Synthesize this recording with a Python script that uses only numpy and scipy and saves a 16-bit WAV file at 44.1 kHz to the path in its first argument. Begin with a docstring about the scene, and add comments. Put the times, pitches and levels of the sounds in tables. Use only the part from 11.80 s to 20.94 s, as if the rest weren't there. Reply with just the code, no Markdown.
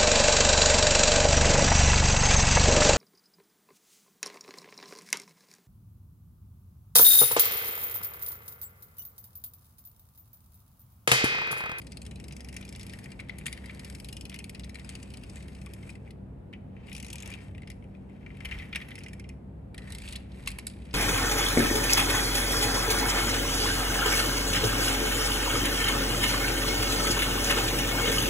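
"""Clockwork toy car on a carpet

A hand pushes and pulls a small wind-up toy car over a carpet in a quiet room, heard by two close ports.
Ratchet teeth, bumps and loose parts are noise bursts that excite damped modes of body, gearbox and pawl;
grains of rolling contact excite the same modes more softly as rustle, with a low scrape of the pile.
Knocks ring the chassis cavity, and floor boards rumble while the car bears on them.
Shaped noise gives the ventilation, steady sines with narrow noise give a wavering hum."""
import sys
import numpy as np
from scipy import signal
from scipy.fft import rfft, irfft
from scipy.io import wavfile
from scipy.ndimage import uniform_filter1d

SR = 44100
rng = np.random.default_rng(int(sys.argv[2]) if len(sys.argv) > 2 else 0)


def waveform_to_disk(signal):
    """Save audio, clipped to [-1, 1], as 16-bit WAV at the path in sys.argv[1]."""
    frames = np.transpose(np.atleast_2d(signal))
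    scaled = np.clip(frames, -1, 1) * 32767
    samples = np.round(scaled).astype(np.int16)
    wavfile.write(sys.argv[1], SR, samples)


N = 403062   # samples

# Ventilation noise spectrum: [f/Hz, relative spectral level/dB]
AIR_SPECTRUM = [(25, -45), (36, -14), (50, -0.5), (117, -7), (163, -4.5), (176, -17), (200, -7.5),
                (213, -7), (257, -12), (290, -15), (310, -14.5), (450, -15.5), (600, -19.5), (880, -25),
                (1100, -32.5), (1600, -37), (2400, -42.5), (3200, -49.5), (4200, -55), (6300, -62),
                (8500, -58), (11500, -57.5), (13000, -62)]
# Share of air noise power common to both ports: [f/Hz, share/1]
AIR_LIKENESS = [(60, 1), (130, 0.95), (280, 0.67), (590, 0), (1280, 0), (2740, 0), (5900, 0.2), (12600, .9)]
# Fan tones and room resonances: [f/Hz, bandwidth/Hz, level/dB, steady-to-wavering amplitude ratio/1]
HUM_TONES = [(65.87, 1.64, -49, 2.3), (100, 2.7, -53.5, 1.5), (139.4, 21, -53.5, 0.046),
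             (191.6, 11, -51.5, 1.72), (225.1, 5.6, -62, 0.073), (238.5, 11, -62.5, 0.14),
             (270.8, 20.8, -59.5, 0.16), (334.3, 14, -69.5, 0.23)]
# Phase lead of the left port over the right: [f/Hz, phase/rad]
PORT_PHASE = [(300, 0), (1400, 1), (1900, 1.09), (2700, 1.42), (3300, 1.27), (4300, 0.85), (5500, 1.1),
              (6700, -0.4), (7600, 1.7), (8870, -1), (9400, -1.9), (10400, -3.5), (11700, -6),
              (12800, -4.5)]
# Level of the left port minus the right: [f/Hz, level difference/dB]
PORT_LEVEL = [(60, 1), (110, -1.5), (200, 4), (360, 6), (650, -5), (1170, 0.5), (2120, -3.5), (3850, -1.5),
              (6970, -3.5), (12600, -7.5)]
# Rolling and handling, one list per movement: [t/s, body rustle level/dB, gear rustle level/dB]
MOVEMENTS = [
    [(0, -68.5, -62.5), (.65, -64.5, -64), (.94, -62, -61), (1.05, -59, -59), (1.15, -57.5, -54.5),
     (1.5, -68, -71), (1.9, -55.5, -59.5), (2.14, -60.5, -55.5), (2.46, -65.5, -62.5), (2.93, -64, -65.5),
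     (3.12, -57, -55.5), (3.3, -62.5, -60), (3.56, -58.5, -58), (3.8, -63.5, -61.5), (3.98, -62.5, -60),
     (4.09, -58, -55), (4.19, -77, -76), (4.28, -65, -68), (4.35, -84, -83.5)],
    [(4.74, -91, -99), (4.96, -71, -89), (5.05, -58.5, -68), (5.16, -62, -53), (5.24, -59, -70),
     (5.31, -60, -66), (5.42, -54.5, -70), (5.5, -49.5, -56), (5.56, -58, -67), (5.64, -58, -58),
     (5.75, -74, -75), (6.29, -75, -78)],
    [(6.29, -71, -80), (6.55, -63.5, -71), (6.75, -49, -59), (6.89, -58, -65), (7.06, -55.5, -66),
     (7.27, -62, -62), (7.55, -71.5, -83)],
    [(7.95, -70, -82), (8.0, -57.5, -65), (8.1, -52, -53), (8.19, -60.5, -58), (8.28, -53, -46),
     (8.38, -58, -62), (8.48, -67, -76), (8.55, -60, -59), (8.64, -59.5, -58), (8.75, -58, -68),
     (8.99, -66.5, -65), (9.14, -57, -62)],
]
# Modes of each part before damping by fingers and pile: [f/Hz, relative level/dB, free t60/s]
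BODY_MODES = [(1530, -10, 0.0075), (1770, -13.5, 0.013), (1906, 5, 0.017), (2055, 5, 0.029),
              (2262, 10.5, 0.0094), (2474, 4, 0.026), (2650, 1, 0.024), (2852, -0.5, 0.029),
              (3030, 0, 0.019), (3275, -12, 0.033)]
GEAR_MODES = [(3390, 4.5, 0.005), (4007, -5.5, 0.02), (4290, 3, 0.0034), (4937, -5, 0.015),
              (5207, -8, 0.015), (5790, 3, 0.0081), (5950, 7, 0.0027), (6540, -1.5, 0.012)]
PAWL_MODES = [(6960, 4.5, 0.0025), (7290, -1, 0.013), (7980, 5.5, 0.0041), (8890, -2, 0.017),
              (9420, 4.5, 0.0069), (10090, 7.5, 0.0098), (10550, 5.5, 0.0046), (11000, 5, 0.0078),
              (11900, -14, 0.01), (13800, -30, 0.0025)]
# The hand turns and cups the car, so other modes face the ports: [t/s, favoured body f/Hz,
# favoured gearbox f/Hz, level of lower gearbox modes/dB, level of highest modes/dB]
ORIENTATION = [(0.0, 2190, 4840, 5, -9), (0.35, 2560, 4100, -2, -5), (0.56, 2300, 5740, -1, 1),
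               (1.55, 2140, 4260, 1, 0), (1.65, 2260, 6400, 13.5, 6), (1.78, 2100, 3670, 2, 2),
               (2.01, 2040, 4740, 3, 2), (2.37, 2800, 5080, -1, 5), (3.0, 2130, 4130, -5.5, -3),
               (3.05, 2360, 5840, 10, -8), (3.36, 2580, 4500, 0, -4), (3.59, 2360, 6560, 9.5, -3),
               (3.66, 2260, 4380, 2, -5), (3.84, 2320, 5100, -1, -2.5), (4.74, 2360, 3530, -1, -3),
               (5.42, 2580, 6750, 3, 5.5), (5.78, 2090, 3420, -8, -8), (5.9, 2300, 5000, -3, -2),
               (6.5, 2320, 3900, -9, 2), (7.13, 2040, 3620, -10, 10), (7.15, 2350, 5100, -3, -3),
               (7.53, 2200, 4900, -8, -4), (7.64, 1870, 3720, -4, 0), (8.06, 1780, 4300, 2, -1),
               (8.3, 2640, 4330, 6, -3), (8.55, 2220, 3730, 2, -1), (8.68, 2250, 4130, 1, -0.5),
               (8.86, 2240, 4300, 1, 0), (8.91, 2360, 4940, 11.5, -2), (9.04, 2340, 3440, 2, -6),
               (9.14, 2500, 5050, -4, -7)]
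# Sideways place of the car, before the port differences: [t/s, left minus right level/dB]
PLACE = [(0, 7.5), (3, 7), (5.8, 7.5), (6.5, 8), (7, 3.5), (8, 4), (9.14, 3.5)]
# Ratchet, one list per hand stroke; teeth between rows fall evenly:
# [t/s, tooth count/1, body level/dB, pawl level/dB]
RATCHET_STROKES = [
    [(.0165, 0, -50.5, -51.5), (.1707, 3, -49.5, -41.5), (.3576, 7, -49.5, -49.5), (.565, 12, -48.5, -45),
     (.7266, 16, -48.5, -48.5), (.8107, 18, -48, -49), (.8899, 20, -48.5, -46), (1.0658, 25, -50, -47),
     (1.0958, 26, -50, -44.5), (1.1347, 27, -42, -46), (1.2412, 29, -54, -50), (1.3178, 30, -49.5, -47.5)],
    [(1.9472, 0, -58, -51.5), (1.9941, 1, -46.5, -42.5), (2.0988, 3, -47, -45.5), (2.1996, 5, -46.5, -43.5),
     (2.2453, 6, -48, -42.5), (2.2864, 7, -45.5, -43), (2.367, 9, -46, -40.5), (2.496, 12, -42, -42.5),
     (2.589, 14, -43.5, -41), (2.7475, 17, -42.5, -44), (2.8436, 19, -49, -45.5), (2.894, 20, -45, -45),
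     (3.0968, 24, -49.5, -51), (3.1522, 25, -44.5, -42.5), (3.3032, 27, -52, -50), (3.3712, 28, -50, -46.5),
     (3.4354, 29, -48, -49), (3.4969, 30, -57, -48), (3.5686, 31, -49, -51), (3.6816, 33, -52.5, -52),
     (3.8153, 35, -53, -52.5), (3.8613, 36, -43.5, -49), (3.9358, 37, -50, -46)],
    [(5.1287, 0, -46.5, -44.5), (5.1495, 1, -42, -41.5), (5.1793, 3, -45.5, -45.5), (5.1995, 4, -46, -41),
     (5.227, 5, -43.5, -41.5), (5.283, 8, -49.5, -49), (5.302, 9, -44, -38.5), (5.329, 10, -39, -37.5),
     (5.3823, 12, -47, -45), (5.4234, 14, -57, -42), (5.4585, 15, -45, -45), (5.4752, 16, -50, -43.5),
     (5.5018, 17, -47, -46), (5.5159, 18, -41, -50), (5.538, 19, -38.5, -46)],
    [(7.1541, 0, -40, -43.5), (7.1874, 1, -52, -45.5), (7.3322, 4, -44, -49), (7.3965, 5, -45, -45),
     (7.4904, 6, -47, -47.5)],
    [(8.1028, 0, -56, -46), (8.1222, 1, -50, -41), (8.149, 2, -45, -40), (8.2546, 5, -47, -50),
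     (8.2865, 6, -42.5, -43), (8.3246, 7, -46, -39), (8.3592, 8, -44, -37)],
]
# Bumps, slips and rattles outside the ratchet beat:
# [t/s, body level/dB, gearbox level/dB, pawl level/dB]
IMPACTS = [(0.2517, -55, -53, -52), (0.5092, -47, -54, -60.5), (0.595, -54, -59.5, -69),
           (0.742, -51, -51, -50), (0.7649, -38, -41, -38), (0.826, -47, -49, -62), (0.879, -62, -51, -61),
           (0.95, -52, -43.5, -58), (1.01, -55, -45, -50), (1.1263, -58, -52, -67),
           (1.2578, -41.5, -66, -53), (1.304, -55, -58, -58), (1.392, -42, -59, -60),
           (1.3978, -36, -51, -59), (1.402, -47, -50, -48), (1.486, -54, -53, -59),
           (1.4944, -31.5, -47, -52), (1.584, -45.5, -52, -41), (1.6112, -46, -63, -62),
           (1.658, -39, -42, -39), (1.6645, -30.5, -37, -29), (1.68, -35.5, -43, -45),
           (1.72, -47, -60, -56.0), (1.727, -38.5, -40, -35.5), (1.775, -43.5, -50, -53),
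           (1.842, -46.5, -66, -63), (1.8582, -45, -48.5, -48), (1.8953, -37.5, -50, -63),
           (1.908, -50, -57, -56), (2.125, -56, -58, -56), (2.256, -58, -57, -56), (2.517, -47, -61, -55),
           (2.526, -46, -49, -68), (2.56, -43, -52, -50), (2.601, -45, -64, -63), (2.835, -56, -45.5, -77),
           (2.955, -39.5, -47.5, -49), (2.9867, -50, -64, -59.5), (3.0917, -47, -43.5, -37),
           (3.338, -48, -50, -44), (3.558, -50, -54, -44.5), (4.0304, -48, -64, -67),
           (4.092, -41.5, -57, -51), (4.1015, -62, -53.5, -48.5), (4.153, -48, -58, -56),
           (4.274, -51.5, -80, -76.5), (4.306, -51, -52.5, -56), (4.7287, -45.5, -73, -75),
           (4.735, -42, -60, -68), (4.965, -50, -77, -81), (5.069, -58, -62, -60),
           (5.084, -44.5, -68.5, -62), (5.096, -51, -58, -55), (5.1156, -42.5, -50, -57.5),
           (5.4298, -41, -56, -49), (5.524, -42.5, -46.5, -58), (5.553, -58, -62, -57.5),
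           (5.748, -48, -59, -66), (5.779, -47.5, -59, -58.5), (5.819, -48.5, -61, -60),
           (5.832, -48, -61, -75), (5.874, -46.0, -50.5, -54), (5.901, -44.5, -46.5, -43.5),
           (5.915, -48.5, -57, -58), (6.024, -57, -77, -71), (6.04, -56.5, -76, -68),
           (6.149, -55, -67, -81), (6.296, -58.5, -87.0, -70), (6.4297, -56, -79.5, -80),
           (6.463, -43.5, -73, -79), (6.503, -47.5, -72, -77), (6.5697, -51, -67, -59),
           (6.605, -42, -55, -58), (6.6485, -35, -53, -48), (6.654, -33, -40, -41), (6.688, -45, -54, -59),
           (6.7122, -34.5, -48, -54), (6.721, -32.5, -53, -64), (6.728, -43, -52, -60),
           (6.743, -40.5, -57, -59.0), (6.787, -44, -43.5, -54), (6.797, -39, -49.5, -65),
           (6.8055, -44, -56, -70), (6.821, -42, -58.0, -65), (6.828, -48, -53, -63),
           (6.854, -51, -61, -64.5), (6.928, -34, -41, -57), (6.9493, -34, -38, -57),
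           (6.9579, -26.0, -34.5, -34.5), (7.002, -41, -47, -63), (7.014, -39.5, -53, -58.0),
           (7.02, -40, -47, -62), (7.085, -46, -57, -53), (7.106, -45, -52, -59), (7.115, -42, -49, -67),
           (7.18, -41.5, -59, -56), (7.205, -47, -69, -60.0), (7.2616, -40.5, -53, -56),
           (7.4413, -49, -62, -71), (7.9447, -47, -49, -51), (7.979, -42.5, -43.5, -43),
           (7.985, -45, -53, -68), (8.019, -50, -56, -65), (8.078, -49, -57.5, -62),
           (8.201, -50.0, -53, -57), (8.2775, -43, -41, -53), (8.308, -53, -49, -52),
           (8.331, -45, -44, -42), (8.355, -41.5, -38.5, -53), (8.519, -64, -53.5, -66),
           (8.6601, -50, -47, -47), (8.6733, -27.5, -37.5, -34), (8.675, -48, -33, -31.5),
           (8.6893, -53, -43, -43), (8.704, -46, -49, -41), (8.716, -46, -45, -43), (8.786, -36, -43, -36),
           (8.7946, -60, -47, -46), (8.868, -43, -36, -29.5), (8.88, -57, -53, -43), (8.899, -52, -51, -49),
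           (8.9355, -60.5, -57, -63), (9.019, -59, -57, -68), (9.0534, -61, -56, -61),
           (9.1092, -62, -51.5, -67), (9.131, -51, -53, -53)]
# Hollow knocks of the chassis: [t/s, peak level/dB, f/Hz]
CHASSIS_KNOCKS = [(3.866, -48, 1140), (5.343, -48, 960), (5.472, -42, 620), (6.928, -47, 1330),
                  (6.957, -41, 1150), (8.673, -37, 1110), (8.786, -41, 1030), (8.868, -46, 1460)]
# Floor rumble, one list per bearing of the car on the floor: [t/s, level/dB]
BEARING = [
    [(5.6, -71), (5.776, -35.5), (5.95, -62)],
    [(6.55, -54), (6.772, -38), (7.05, -58)],
    [(8.05, -65), (8.14, -38.5), (8.2, -52), (8.3, -41), (8.398, -44.5), (8.45, -69)],
    [(8.6, -45), (8.698, -38), (8.8, -61)],
]

AIR_DB = -46
ROOM_T60_S, ROOM_DB = 0.42, -18.5
CUTOFF_HZ, TOP_HZ = 13240, 11700   # upper limit of all sound; low-pass edge for air and pawl rustle
CLICK_DAMPING, RUSTLE_DAMPING = 0.8, 0.36   # factors on t60: fingers and pile shorten the ringing
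SHAKE_DB, SHAKE_T60_S = -21.5, 0.27   # a bump leaves the loose parts rustling
TOOTH_SCATTER_DB = 0.85   # no two teeth strike alike
TOOTH_GEAR_DB, RATTLE_GEAR_DB = -2, 2   # gearbox level relative to pawl level
RATTLE_COUNT = 220
RATTLE_BODY_DB, RATTLE_PAWL_DB, RATTLE_SCATTER_DB = 2.5, -4.5, 0.5   # relative to the rustle of the moment
FAVOUR_DB, FAVOUR_OCTAVES = 9, 0.31   # lift near a favoured pitch and its width
GEARBOX_HZ, HIGHEST_HZ = (3350, 4980), 10400   # lower gearbox modes; start of the highest modes
REBOUND_S = (0.0016, 0.0115)   # range of delay of the second strike
REBOUND_DB, REBOUND_SCATTER_DB = -17.5, 6.5
BOARD_HZ, BOARD_T60_S = (94.6, 75, 73, 57), 0.062   # boards under each bearing
SCRAPE_HZ, SCRAPE_DB = (560, 1680), -6.5   # band; level relative to body rustle


def from_db(db):
    """Level definition: amplitude gain is 10 to the power dB/20."""
    return 10 ** (np.asarray(db) / 20)


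def rms_one(x):
    """Normalisation to unit root-mean-square amplitude."""
    return x / np.sqrt(np.mean(x ** 2) + 1e-20)


def in_time(rows, outside=None):
    """Linear interpolation in time: each column becomes one value per sample."""
    s, *columns = np.transpose(rows)
    t = np.arange(N) / SR
    return [np.interp(t, s, column, outside, outside) for column in columns]


def at_hz(points, hz):
    """Interpolation of a spectrum on a log-frequency axis."""
    at, value = np.transpose(points)
    return np.interp(np.log(hz + 1), np.log(at + 1), value)


def coloured(points, channels):
    """Spectral shaping: white noise times a gain at each frequency."""
    white = rfft(rng.standard_normal((channels, N)))
    hz = np.arange(N // 2 + 1) * SR / N
    return irfft(white * from_db(at_hz(points, hz)), N)


def ring(force, hz, t60):
    """Damped resonance: a unit impulse sets a sine of initial height 1 decaying by 60 dB in t60."""
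    r = from_db(-60 / (t60 * SR))
    w = 2 * np.pi * hz / SR
    return signal.lfilter([0, np.sin(w)], [1, -2 * r * np.cos(w), r * r], force + 1e-18)


def band(x, low_hz, high_hz):
    """Limited radiation: a part of the car passes only a band of frequencies."""
    edges = [low_hz, min(high_hz, .45 * SR)]
    return signal.sosfilt(signal.butter(2, edges, "band", fs=SR, output="sos"), x)


def softened(x):
    """Low-pass filtering: the noise loses its very top."""
    return signal.sosfilt(signal.cheby1(8, 1, TOP_HZ, fs=SR, output="sos"), x)


def ports(left, right):
    """Interaural-like differences: phase lead and level gap of two ports depend on frequency."""
    hz = np.arange(N // 2 + 1) * SR / N
    half = from_db(at_hz(PORT_LEVEL, hz) / 2) * np.exp(.5j * at_hz(PORT_PHASE, hz))
    return np.array([irfft(rfft(left) * half, N), irfft(rfft(right) / half, N)])


def air():
    """Partial coherence: ventilation noise mixes a field common to both ports with one of each port."""
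    hz = np.arange(N // 2 + 1) * SR / N
    alike = np.clip(at_hz(AIR_LIKENESS, hz), 0, 1)
    shared, left, right = rfft(coloured(AIR_SPECTRUM, channels=3))
    shared = irfft(shared * np.sqrt(alike), N)
    own = irfft(np.array([left, right]) * np.sqrt(1 - alike), N)
    return from_db(AIR_DB) * rms_one(ports(shared, shared) + own)


def hum():
    """Narrow-band fluctuation: noise in a resonance wavers in strength beside a steady sine."""
    out, t = 0, np.arange(N) / SR
    for hz, width_hz, level_db, steady_ratio in HUM_TONES:
        t60 = 1.34 / width_hz
        noise = rng.standard_normal(N) + 0.25 * rng.standard_normal((2, N))   # mostly common to both ports
        wavering = rms_one(ring(ring(noise, hz, t60), hz, t60))
        steady = np.sqrt(2) * np.sin(2 * np.pi * (hz * t + rng.random()))
        out = out + from_db(level_db) * rms_one(steady_ratio * steady + wavering)
    return out


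def car():
    """Superposition of body, gearbox and pawl, with scrape and knocks, placed by a level difference."""
    body_roll_db, gear_roll_db = rolling()
    s, body_db, gear_db, pawl_db = clicks(body_roll_db, gear_roll_db)
    fine = grit(2500, spread_db=2.0, clump_db=-2.0)
    coarse = grit(650, spread_db=1.5, clump_db=4.0)
    # a sharp pawl tick favours the higher modes, a blunt bump the lower
    body_tilt_db = np.maximum(0.72 * (pawl_db - body_db + 10.0), -1.5)
    gear_tilt_db = np.minimum(1.16 * (pawl_db - body_db), 1.5)
    # the gearbox also rattles with the body
    shaken_db = 0.78 * gear_roll_db + 0.27 * (body_roll_db - 1.0)

    body = struck(BODY_MODES, s, body_db, 0.00041, 0.00063, body_tilt_db, beam_db=2.0)
    body = body + rustle(BODY_MODES, coarse + 0.32 * fine, body_roll_db)
    gears = struck(GEAR_MODES, s, gear_db, 0.00062, 0.00078, gear_tilt_db)
    gears = gears + rustle(GEAR_MODES, fine + 0.6 * coarse, shaken_db - 9.0)
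    pawl = struck(PAWL_MODES, s, pawl_db, 0.00025, 0.0023, beam_db=0.3)
    pawl = pawl + softened(rustle(PAWL_MODES, fine + .3 * coarse, gear_roll_db - 6.0, apart=0.084))

    parts = body + band(gears, 2870, 6100) + band(pawl, 5730, 17000)
    no_bass = signal.butter(4, 1400, "high", fs=SR, output="sos")   # too small to radiate bass
    small = signal.sosfilt(no_bass, parts)
    side = from_db(in_time(PLACE)[0] / 2)
    return (small + scrape(fine, body_roll_db) + knocks()) * np.array([side, 1 / side])


def rolling():
    """Energy addition: body and gear rustle levels sum the movements and the decay after each bump."""
    s, body_db, _, pawl_db = np.transpose(IMPACTS)
    jolts = np.zeros((2, N))
    jolts[:, (s * SR).astype(int)] = from_db([body_db + SHAKE_DB, pawl_db + SHAKE_DB]) ** 2
    power_decay = from_db(-120 / (SHAKE_T60_S * SR))
    shaking = signal.lfilter([1], [1, -power_decay], jolts + 1e-18)
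    moving = sum(from_db(in_time(rows, outside=-120)) ** 2 for rows in MOVEMENTS)
    return 10 * np.log10(moving + shaking)


def grit(per_s, spread_db, clump_db):
    """Random impulse train: small contacts of tyres, pile and gear teeth, whose strength clumps."""
    pole = np.exp(-2 * np.pi * 40 / SR)   # clumps vary below about 40 Hz
    clumps = rms_one(signal.lfilter([1], [1, -pole], rng.standard_normal(N)))
    sizes = from_db(spread_db * np.minimum(rng.exponential(1, N), 5) + clump_db * clumps)
    return (rng.random(N) < per_s / SR) * rng.choice([-1, 1], N) * sizes


def rustle(modes, grains, roll_db, apart=0.89):
    """Modal excitation by grains, damped by the pile; wheels lying apart make the ports differ."""
    both = np.array([grains + apart * np.roll(grains, N // 3),
                     grains + apart * np.roll(grains, -N // 3)])
    rung = 0
    for k, (hz, level_db, t60) in enumerate(modes):
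        gain = (-1) ** k * from_db(level_db) * facing(hz)
        rung = rung + gain * ring(both, hz, t60 * RUSTLE_DAMPING)
    return from_db(roll_db) * rms_one(rung)


def facing(hz):
    """Directivity: a mode gains level near favoured pitches, and two groups of modes shift in time."""
    s, body_hz, gear_hz, gearbox_db, highest_db = np.transpose(ORIENTATION)
    t = np.arange(0, N, 256) / SR
    near = 0
    for favoured_hz in (body_hz, gear_hz):
        octaves = np.log2(hz / np.interp(t, s, favoured_hz))
        near = near + np.exp(-(octaves / FAVOUR_OCTAVES) ** 2)
    lift_db = FAVOUR_DB * near
    if GEARBOX_HZ[0] < hz < GEARBOX_HZ[1]:
        lift_db = lift_db + np.interp(t, s, gearbox_db)
    if hz > HIGHEST_HZ:
        lift_db = lift_db + np.interp(t, s, highest_db)
    return np.interp(np.arange(N) / SR, t, from_db(lift_db))


def scrape(grains, body_roll_db):
    """Friction noise: the pile scrapes low under the tyres, following the body rustle."""
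    both = np.array([grains, grains + 0.97 * np.roll(grains, N // 2)])
    return from_db(body_roll_db + SCRAPE_DB) * rms_one(band(both, *SCRAPE_HZ))


def room(x):
    """Reverberation: convolution with a short, dull, decaying noise, independent in each channel."""
    t = np.arange(int(.4 * SR)) / SR
    tail = rng.standard_normal((2, len(t))) * from_db(-60 * t / ROOM_T60_S) * (t > .002)
    tail = signal.lfilter([1], [1, -.5], tail)
    return signal.fftconvolve(x[None], tail / np.sqrt(np.sum(tail[0] ** 2)), axes=1)[:, :N]


def clicks(body_roll_db, gear_roll_db):
    """Collection of all impacts, with the excitation of each part: t, body, gearbox, pawl."""
    ratchet = with_gears(teeth(), TOOTH_GEAR_DB)
    loose = with_gears(rattles(body_roll_db, gear_roll_db), RATTLE_GEAR_DB)
    return np.concatenate([ratchet, IMPACTS, loose]).T


def teeth():
    """Ratchet action: every tooth strikes once, at a slightly random level (t/s, body/dB, pawl/dB)."""
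    strokes = []
    for rows in RATCHET_STROKES:
        s, tooth, body_db, pawl_db = np.transpose(rows)
        each = np.arange(round(tooth[-1]) + 1)
        columns = [np.interp(each, np.round(tooth), c) for c in (s, body_db, pawl_db)]
        strokes.append(np.transpose(columns))
    out = np.concatenate(strokes)
    return out + TOOTH_SCATTER_DB * rng.standard_normal(out.shape) * [0, 1, 1]


def rattles(body_roll_db, gear_roll_db):
    """Random impacts: loose parts tick as strongly as the rolling is rough (t/s, body/dB, pawl/dB)."""
    at = rng.integers(0, N, RATTLE_COUNT)
    scatter = RATTLE_SCATTER_DB * rng.standard_normal((RATTLE_COUNT, 2))
    levels = np.c_[body_roll_db[at] + RATTLE_BODY_DB, gear_roll_db[at] + RATTLE_PAWL_DB]
    return np.c_[at / SR, levels + scatter]


def with_gears(rows, extra_db):
    """Coupled excitation: the gearbox level follows the pawl level at a fixed offset."""
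    s, body_db, pawl_db = rows.T
    return np.c_[s, body_db, pawl_db + extra_db, pawl_db]


def contacts(count, rise_s, fall_s, late_db, late_s):
    """Rough contact: each row of force is a noise chatter, a second strike and a fading rattle."""
    t = np.arange(1500) / SR
    quick, wait, strength = rng.random((count, 3)).T[..., None]
    pace = from_db(5.5 * (quick - .5))   # each click stretches its own rise and fall
    after = np.maximum(t - REBOUND_S[0] - wait * (REBOUND_S[1] - REBOUND_S[0]), 0)
    second_gain = from_db(REBOUND_DB + REBOUND_SCATTER_DB * (2 * strength - 1.0))
    second = second_gain * (1 - np.exp(-after / rise_s)) * np.exp(-after / fall_s)
    rise = (1 - np.exp(-t / (pace * rise_s))) ** 2
    fall = np.exp(-t / (pace * fall_s)) + from_db(late_db) * np.exp(-t / late_s)
    return rng.standard_normal((count, 1500)) * (rise * fall + second)


def struck(modes, s, click_db, rise_s, fall_s, tilt_db=0, spread_db=2.6, beam_db=2.0):
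    """Modal synthesis: clicks ring each mode in a new strength and direction; tilt in dB per octave."""
    force = contacts(len(s), rise_s, fall_s, late_db=-19.0, late_s=0.0075)
    start = (s * SR).astype(int)
    octaves = np.log2(np.transpose(modes)[0] / modes[0][0])
    chance = rng.standard_normal((len(s), len(modes), 2))
    strengths_db = spread_db * chance[..., 0] + np.outer(tilt_db, octaves)
    sideways_db = beam_db * chance[..., 1] * np.array([1, -1])[:, None, None]   # opposite in the two ports
    turned = np.transpose([facing(hz)[start] for hz, _, _ in modes])
    heard = turned * from_db(strengths_db + sideways_db)
    rows = 0
    for k, (hz, level_db, t60) in enumerate(modes):
        gain = (-1) ** k * from_db(level_db) * heard[..., [k]]
        rows = rows + gain * ring(force, hz, t60 * CLICK_DAMPING)
    # the click level sets the loudest short-term rms (100 samples)
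    power = uniform_filter1d(np.mean(rows ** 2, axis=0), size=100, axis=1)
    loudest = np.sqrt(power.max(axis=1))
    at = start[:, None] + np.arange(1500) - 30
    out = np.zeros((2, N + 1500))
    np.add.at(out, (slice(None), np.maximum(at, 0)), rows * (from_db(click_db) / loudest)[:, None])
    return out[:, :N]


def knocks():
    """Cavity resonance: heavy bumps ring the chassis cavity through a rough, brief contact."""
    out, t = np.zeros(N), np.arange(2000) / SR
    for s, peak_db, hz in CHASSIS_KNOCKS:
        force = rng.standard_normal(2000) * np.exp(-t / 0.0012)
        rung = ring(force, hz, 0.036)
        start = int(s * SR)
        out[start:start + 2000] += from_db(peak_db) * rung / np.abs(rung).max()
    return out


def floor_rumble():
    """Resonance under random load: noise rings the floor boards while the car bears on them."""
    out = 0
    for rows, hz in zip(BEARING, BOARD_HZ):
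        rung = ring(ring(rng.standard_normal(N), hz, BOARD_T60_S), hz, BOARD_T60_S)
        out = out + rms_one(rung) * from_db(in_time(rows, outside=-120)[0])
    return out


def scene():
    """Superposition of the near car, its room tail, the background and the floor."""
    near = car()
    tail = from_db(ROOM_DB) * room(near.mean(axis=0))
    return ports(*near) + tail + softened(air()) + hum() + floor_rumble()


def record(dry):
    """Band limitation: deepest bass removed, level falls above 12 kHz and stops near 13 kHz."""
    dulled = signal.sosfilt(signal.butter(3, 34, "high", fs=SR, output="sos"), dry)
    dulled = signal.sosfilt(signal.butter(6, 12600, fs=SR, output="sos"), dulled)
    return signal.sosfilt(signal.ellip(6, .5, 50, CUTOFF_HZ, fs=SR, output="sos"), dulled)


dry = scene()
out = record(dry)
waveform_to_disk(out)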